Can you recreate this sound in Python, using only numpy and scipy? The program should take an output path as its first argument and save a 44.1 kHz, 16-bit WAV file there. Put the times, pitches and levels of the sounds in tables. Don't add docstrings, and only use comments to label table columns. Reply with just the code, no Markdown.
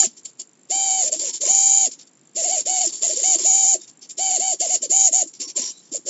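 import sys
import numpy as np
from scipy import signal
from scipy.fft import rfft, irfft, next_fast_len
from scipy.io import wavfile
from scipy.ndimage import uniform_filter1d

SR = 44100
rng = np.random.default_rng(int(sys.argv[2]) if len(sys.argv) > 2 else 0)


def log_audio(samples):
    frames = np.atleast_2d(samples).T
    limited = np.clip(frames, -1, 1)
    pcm = np.round(limited * 32767).astype(np.int16)
    wavfile.write(sys.argv[1], SR, pcm)


def ratio_of_db(decibels):
    return 10 ** (np.asarray(decibels, float) / 20)


N = 268569

TOP_SPEED_HZ = 778
PULSES_PER_S = 50
STEP = 21

# [f/Hz, level/dB per Hz]
SOFT_WHINE = [(3410, -18.5), (5800, -42), (6540, 0.5), (6770, 6), (7110, 8.5), (7510, 9.5), (7680, -15),
              (8070, -39), (8400, -58), (10900, -72), (18500, -120)]
# [f/Hz, level/dB per Hz]
FAST_GRIND = [(1000, -75.5), (1300, -38), (2300, -16), (2550, -21), (3050, -10), (3520, -19), (3900, -16.5),
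              (4600, -5), (5200, -7.5), (6400, 0.5), (7500, -29.5)]


def evened(x):
    return x / np.sqrt(np.mean(x ** 2) + 1e-20)


def coloured(x, points):
    f, db = np.transpose(points)
    size = next_fast_len(N)
    hz = np.fft.rfftfreq(size, 1 / SR)
    gain = ratio_of_db(np.interp(np.log(hz + 1), np.log(f), db, -120, -120))
    return evened(irfft(rfft(x, size) * gain, size)[:N])


def ringing(x, modes, direct):
    size = next_fast_len(N)
    hz = np.fft.rfftfreq(size, 1 / SR)
    gain = sum(ratio_of_db(db) / (1 + (2 * (hz - mode_hz) / width) ** 2) for mode_hz, width, db in modes)
    return evened(irfft(rfft(x, size) * (direct + gain), size)[:N])


def drift(seconds):
    size = max(round(seconds * SR), 1)
    once = uniform_filter1d(rng.standard_normal(N), size)
    return evened(uniform_filter1d(once, size))


def chatter(depth_db):
    return rng.standard_normal(N) * ratio_of_db(depth_db * drift(0.0025))


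def patchy(x, depth_db):
    z = signal.stft(x, nperseg=256)[2]
    patches = rng.standard_normal(z.shape[::-1])
    patches = uniform_filter1d(patches, size=9, axis=0)
    patches = uniform_filter1d(patches, size=3, axis=1)
    z = z * ratio_of_db(depth_db * evened(patches).T)
    return evened(signal.istft(z, nperseg=256)[1][:N])


def drive_pulses():
    first_s = .453
    return (np.arange(N) / SR - first_s) * PULSES_PER_S + 100


def motor():
    # [on/s, stop/s, aimed tooth rate f/Hz, tone level/dB re the rule]
    swings = [(-0.046, 0.074, 802.4, -2), (0.692, 0.95, 778.1, 0.0), (0.86, 1.058, 766.7, 1),
              (1.189, 1.308, 567.4, -3), (1.465, 1.895, 781, -2), (2.48, 2.595, 775.5, 1),
              (2.653, 2.835, 753, 0.5), (3.22, 3.381, 766.2, -2), (3.435, 3.554, 790.3, -2),
              (3.49, 3.699, 778, -2), (3.633, 3.777, 792.7, -2), (4.174, 4.357, 771, 0.0),
              (4.387, 4.56, 765, 1), (4.898, 5.116, 777, -2), (5.117, 5.25, 774.6, -2),
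              (6.05, 6.165, 617, 0.5)]
    # [on/s, stop/s, aimed tooth rate f/Hz, tone level/dB re the rule]
    nudges = [(1.028, 1.129, 646, -4), (1.11, 1.172, 752, 1), (1.33, 1.385, 563.1, -24),
              (1.395, 1.487, 598, -2), (2.351, 2.451, 685, -0.5), (2.423, 2.509, 762, 1),
              (2.544, 2.624, 673, -2.5), (2.771, 2.876, 776, 1), (3.016, 3.091, 765, -3.5),
              (3.075, 3.153, 687, -0.5), (3.149, 3.252, 567, -0.5), (3.376, 3.421, 770, -5.5),
              (4.291, 4.398, 781, 0.5), (4.595, 4.688, 747, 1), (4.682, 4.782, 768, -2),
              (4.808, 4.884, 653, -2), (5.404, 5.471, 607, -11.5), (5.473, 5.508, 806.5, -13),
              (5.561, 5.611, 793, 0.5), (5.919, 5.996, 607, -1.5)]
    # [tooth rate f/Hz, level/dB]
    tone_rule = [(300, -50.5), (450, -47), (550, -38.5), (630, -33.5), (720, -32.5), (780, -32.5)]
    creep_hz, spin_up_s, brake_s, run_out_s = 300.7, .0099, .0147, .0014
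    stutter_db, stutter_pitch = 6, .06
    t = np.arange(0, N, STEP) / SR
    hz, tone_db = np.full(len(t), creep_hz), np.full(len(t), -100.)
    for on, stop, aim_hz, db in sorted(swings + nudges):
        spin_up = 1 - np.exp(-np.maximum(t - on, 0) / spin_up_s)
        brake = 1 - np.exp(-np.maximum(stop - t, 0) / brake_s)
        push = aim_hz * spin_up * brake
        still_silent = (tone_db < -99) & (t > on) & (t < stop + run_out_s)
        tone_db = np.where((push > hz) | still_silent, db, tone_db)
        hz = np.maximum(hz, push)
    hz, tone_db = np.repeat(hz, STEP)[:N], np.repeat(tone_db, STEP)[:N]
    slack = 1 - np.clip(hz / TOP_SPEED_HZ, 0, 1) ** 3
    tone_db = uniform_filter1d(tone_db + np.interp(hz, *np.transpose(tone_rule)), 133)
    tone_db = tone_db + stutter_db * slack * drift(0.0048)
    return hz * (1 + stutter_pitch * slack * drift(.006)), ratio_of_db(tone_db)


def rattling():
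    # [from t/s, to t/s, first level/dB, last level/dB, grind/dB re the rule]
    rattles = [(0, 0.06, -13, -21, 2), (0.706, 1.08, -21, -19.4, 0.0), (1.124, 1.2, -18, -39, -1),
               (1.196, 1.302, -25, -25.5, 1.5), (1.416, 1.447, -18, -23, -0.5),
               (1.45, 1.492, -22.7, -22.5, 4.5), (1.49, 1.864, -14.5, -16.0, -1),
               (2.363, 2.606, -23.2, -20.6, 0.5), (2.664, 2.872, -20.5, -19.1, 0.5),
               (3.026, 3.141, -18.5, -24.5, 1), (3.161, 3.22, -23.5, -26.5, 1.5),
               (3.233, 3.356, -15.5, -15, 0.5), (3.444, 3.745, -15.0, -15, -2),
               (4.183, 4.376, -23, -20, 0.5), (4.397, 4.537, -20.5, -22.5, -0.5),
               (4.605, 4.659, -17, -26.5, 0.0), (4.634, 4.758, -28.5, -15, -1),
               (4.827, 4.853, -20.5, -25.5, -1), (4.906, 5.077, -16.5, -12.5, -2),
               (5.129, 5.222, -15, -16, -2.5), (5.406, 5.455, -25, -39, 2), (5.567, 5.717, -20.5, -38, 2),
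               (5.922, 5.966, -30, -23.5, -3.5), (6.064, 6.096, -31, -17.5, -1)]
    # [t/s, length/s, whine level/dB, grind/dB re the rule]
    twitches = [(0.171, 0.021, -44, 3.5), (0.255, 0.0064, -29.5, -3), (0.285, 0.01, -46, -0.5),
                (0.397, 0.019, -33, -1.5), (1.336, 0.038, -26.0, -0.5), (1.914, 0.028, -36.5, 0.5),
                (1.993, 0.034, -47, 6.5), (2.073, 0.0016, -50.5, 2), (2.888, 0.018, -32, 1.5),
                (2.927, 0.11, -28, -3), (3.387, 0.11, -22.5, 3.5), (3.818, 0.027, -43, 2),
                (3.879, 0.021, -44, 1), (4.022, 0.036, -45.5, 7), (4.099, 0.018, -31.5, -4),
                (5.275, 0.017, -37.5, -5.5), (5.339, 0.032, -46.5, 6), (5.482, 0.027, -36.5, 5.5),
                (5.776, 0.032, -49.5, -2)]
    # [from t/s, to t/s, first level/dB, last level/dB, grind/dB re the rule]
    settling = [
        (5.724, 5.903, -57, -60.5, 6),
    ]
    rise_db_per_s, fall_db_per_s, sag_db_per_s = 2051, 1060, 132.5
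    coast_db, coast_db_per_s = -22.5, 210.5
    t = np.arange(0, N, STEP) / SR
    power, extra = np.full(len(t), 1e-10), np.zeros(len(t))
    sagging = [(s, s + length, db, db - sag_db_per_s * length, grind_db)
               for s, length, db, grind_db in twitches]
    for start, end, first_db, last_db, grind_db in rattles + sagging + settling:
        after = np.maximum(t - end, 0)
        slope_db = np.interp(t, [start, end], [first_db, last_db])
        body = ratio_of_db(slope_db - rise_db_per_s * np.maximum(start - t, 0)) ** 2
        fall = ratio_of_db(-fall_db_per_s * after) ** 2
        coast = ratio_of_db(coast_db - coast_db_per_s * after) ** 2
        part = body * (fall + coast)
        power, extra = power + part, extra + grind_db * part
    whine_db = 10 * np.log10(power)
    grind_db = np.minimum(-11 - 0.54 * (whine_db + 20), -4.5) + extra / power
    return uniform_filter1d(np.repeat([whine_db, grind_db], STEP, axis=1)[:, :N], 133)


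def case_whine(uneven, smooth, hard):
    # [multiple of tooth rate, level/dB]
    high_teeth = [(8, -8), (9, 2), (10, -24.5)]
    # [f/Hz, level/dB per Hz]
    hard_whine = [(3410, -66), (5800, -6), (5940, -25), (6020, -24.5), (6540, 3), (6750, 9.5), (7130, 9),
                  (7690, -11), (8400, -98), (10900, -76), (18500, -120)]
    high = evened(sum(ratio_of_db(db + 0.81 * drift(0.0085)) * np.cos(k * uneven + k * k) for k, db in high_teeth))
    knocking = chatter(1.0)
    ring = hard * coloured(knocking, hard_whine) + (1 - hard) * coloured(knocking, SOFT_WHINE)
    high_share = np.clip(0.1 + 0.45 * hard, 0, 1) * smooth ** 18
    return np.sqrt(high_share) * high + np.sqrt(1 - high_share) * ring


def tooth_grind(uneven, smooth, hard):
    # [multiple of tooth rate, gentle level/dB, hard level/dB]
    low_teeth = [(2, -10.5, -19), (3, 5, 0), (4, 9, -1), (5, 2, 4.5), (6, 11.5, 5.5), (7, -8, 15.5)]
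    # [f/Hz, level/dB per Hz]
    slow_scrape = [(760, -69.5), (1300, -29), (1700, -23), (3680, -7), (5640, -7), (6400, -22),
                   (8320, -49.5), (14100, -120)]
    # [f/Hz, width/Hz, level/dB]
    shell = [(4550, 42, 3), (5330, 180, 3), (5850, 160, 6)]
    low = 0
    for k, gentle_db, hard_db in low_teeth:
        db = gentle_db + hard * (hard_db - gentle_db) + drift(0.017)
        low = low + ratio_of_db(db) * np.cos(k * uneven + k * k)
    low_share = .42 * smooth ** 13
    scrape = ringing(coloured(chatter(0.85), slow_scrape), shell, 0.34)
    rattle = np.sqrt(1 - smooth) * scrape + np.sqrt(smooth) * coloured(chatter(2.1), FAST_GRIND)
    return np.sqrt(low_share) * evened(low) + np.sqrt(1 - low_share) * patchy(rattle, 2.0)


def bench(shake):
    # [f/Hz, width/Hz, level/dB]
    bench_modes = [(247, 19, -14), (363, 87, -4), (640, 370, -8.5), (1050, 480, -15)]
    out = np.zeros(N)
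    for hz, width, db in bench_modes:
        fit = ratio_of_db(3.5 * drift(.025)) * rng.standard_normal(N)
        out += ratio_of_db(db) * ringing(shake * fit, [(hz, width, 0)], 0)
    return out


def gears():
    off_centre = [(1 / 6, 0.093), (1 / 5, 0.16), (1 / 30, 0.05)]
    speed, tone_gain = motor()
    hz = uniform_filter1d(speed, 200) * (1 + 0.0026 * drift(0.0046))
    teeth = 2 * np.pi * np.cumsum(hz) / SR
    wobble = sum(depth * np.cos(turns * teeth + 2 * np.pi * rng.random()) for turns, depth in off_centre)
    smooth = np.clip(hz / TOP_SPEED_HZ, 0, 1)
    uneven = teeth + .06 * wobble + (1.04 - smooth) * 0.6 * drift(.002)
    whine_db, grind_db = rattling()
    hard = np.clip((uniform_filter1d(whine_db, 1500) + 21.5) / 11.0, 0, 1)
    tone = np.sqrt(2) * np.cos(teeth) * (1 + .35 * wobble) * tone_gain
    whine = case_whine(uneven, smooth, hard)
    grind = ratio_of_db(grind_db) * tooth_grind(uneven, smooth, hard)
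    jerks = ratio_of_db(1.9 * (1 - smooth) * np.cos(2 * np.pi * (drive_pulses() - .25)))
    case = evened(1 + wobble) * jerks * ratio_of_db(whine_db) * (whine + grind)
    shake = ratio_of_db(whine_db + grind_db) * (1 - 0.52 * smooth ** 18)
    return tone + case + ratio_of_db(-50.5) * bench(shake)


def ticks():
    tick_db, jolt_t60_s = -59.5, 0.022
    pulse = drive_pulses()
    size_db = 1.4 * rng.standard_normal(500)[pulse.astype(int)]
    since_s = (pulse % 1) / PULSES_PER_S
    jolt = uniform_filter1d(ratio_of_db(size_db - 60 * since_s / jolt_t60_s), 60)
    burst = coloured(jolt * rng.standard_normal(N), SOFT_WHINE)
    case = ringing(burst, [(7340, 450, 9.2)], 0.76)
    teeth = coloured(jolt * rng.standard_normal(N), FAST_GRIND)
    return ratio_of_db(tick_db) * (case + ratio_of_db(-11.5) * teeth)


def hum():
    # [f/Hz, level/dB per Hz]
    floor = [(53, -36), (90, -30.5), (124, 0), (314, 5.5), (575, -6.5), (3470, -15.5), (6020, -17.5),
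             (7270, -22.5), (7690, -17.5), (8300, -58.5), (10800, -81), (18300, -120)]
    return ratio_of_db(-60.5 + 0.61 * drift(0.1)) * coloured(rng.standard_normal(N), floor)


def holding():
    # [from t/s, to t/s, f/Hz, level/dB]
    whistles = [(0.027, 0.039, 1247, -34), (0.027, 0.035, 1684, -26.5), (0.397, 0.436, 2890, -62),
                (3.24, 3.476, 1073, -58.5), (3.8, 3.86, 3700, -56), (1.188, 1.358, 943, -60.5),
                (1.43, 1.603, 1050, -54), (4.665, 4.726, 1039, -60), (5.401, 5.487, 1065, -60.5),
                (5.548, 5.7, 1022, -56), (5.705, 5.814, 3926, -56), (5.405, 5.519, 5597, -39),
                (5.624, 5.713, 5704, -33)]
    width, edge_s = .06, .008
    t = np.arange(N) / SR
    out = np.zeros(N)
    for start, end, hz, db in whistles:
        fade = np.clip(np.minimum(t - start, end - t) / edge_s, 0, 1)
        out += ratio_of_db(db) * fade * ringing(rng.standard_normal(N), [(hz, width * hz, 0)], 0)
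    return out


def knocks():
    # [t/s, peak level/dB, f/Hz]
    thumps = [(0.042, -32.5, 361), (0.072, -33.5, 224), (0.701, -36.5, 364), (0.758, -38, 320),
              (1.164, -34, 324), (1.468, -35, 399), (1.505, -40.5, 233), (1.874, -37, 268),
              (2.357, -38, 353), (2.874, -28.5, 331.5), (3.018, -40.5, 405.4), (3.134, -40, 312.4),
              (3.222, -37.5, 393), (3.36, -29, 326), (3.407, -32.5, 376.7), (3.437, -34, 351.6),
              (3.474, -41.5, 390), (3.552, -40.5, 338), (3.753, -31, 363), (3.791, -43.5, 336),
              (4.183, -43, 375.8), (4.387, -33.5, 371.8), (4.542, -34.5, 381.6), (4.899, -34.5, 366),
              (5.263, -36.5, 320), (5.403, -38.5, 272), (5.473, -39, 310), (5.562, -35.5, 361),
              (5.599, -32.5, 260.8), (5.92, -37, 296.8)]
    rise_s, t60_s, lead_s = 0.0072, 0.056, .005
    out, t = np.zeros(N), np.arange(SR // 10) / SR
    for s, db, hz in thumps:
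        envelope = ratio_of_db(db + 9.5 - 60 * t / t60_s) * (1 - np.exp(-t / rise_s))
        thump = envelope * np.sin(2 * np.pi * hz * t)
        part = out[round((s - lead_s) * SR):][:len(t)]
        part += thump[:len(part)]
    return out


def room(x):
    t = np.arange(SR // 4) / SR
    sparse = (rng.random(len(t)) < .05) * (t > .003)
    taps = rng.choice([-1., 1.], len(t)) * sparse * ratio_of_db(-60 * t / 0.08)
    return signal.fftconvolve(x, taps / np.linalg.norm(taps))[:N]


def scene():
    servos = gears() + holding() + ticks() + knocks()
    return np.tile(servos + ratio_of_db(-12) * room(servos) + hum(), (2, 1))


def top_cut(x):
    return signal.sosfilt(signal.butter(12, 8780, fs=SR, output="sos"), x)


def record(dry):
    band = signal.firwin(4095, [112, 8300], pass_zero=False, window=("kaiser", 6), fs=SR)
    return top_cut(signal.oaconvolve(dry, band[None], "same"))


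dry = scene()
out = record(dry)
log_audio(out)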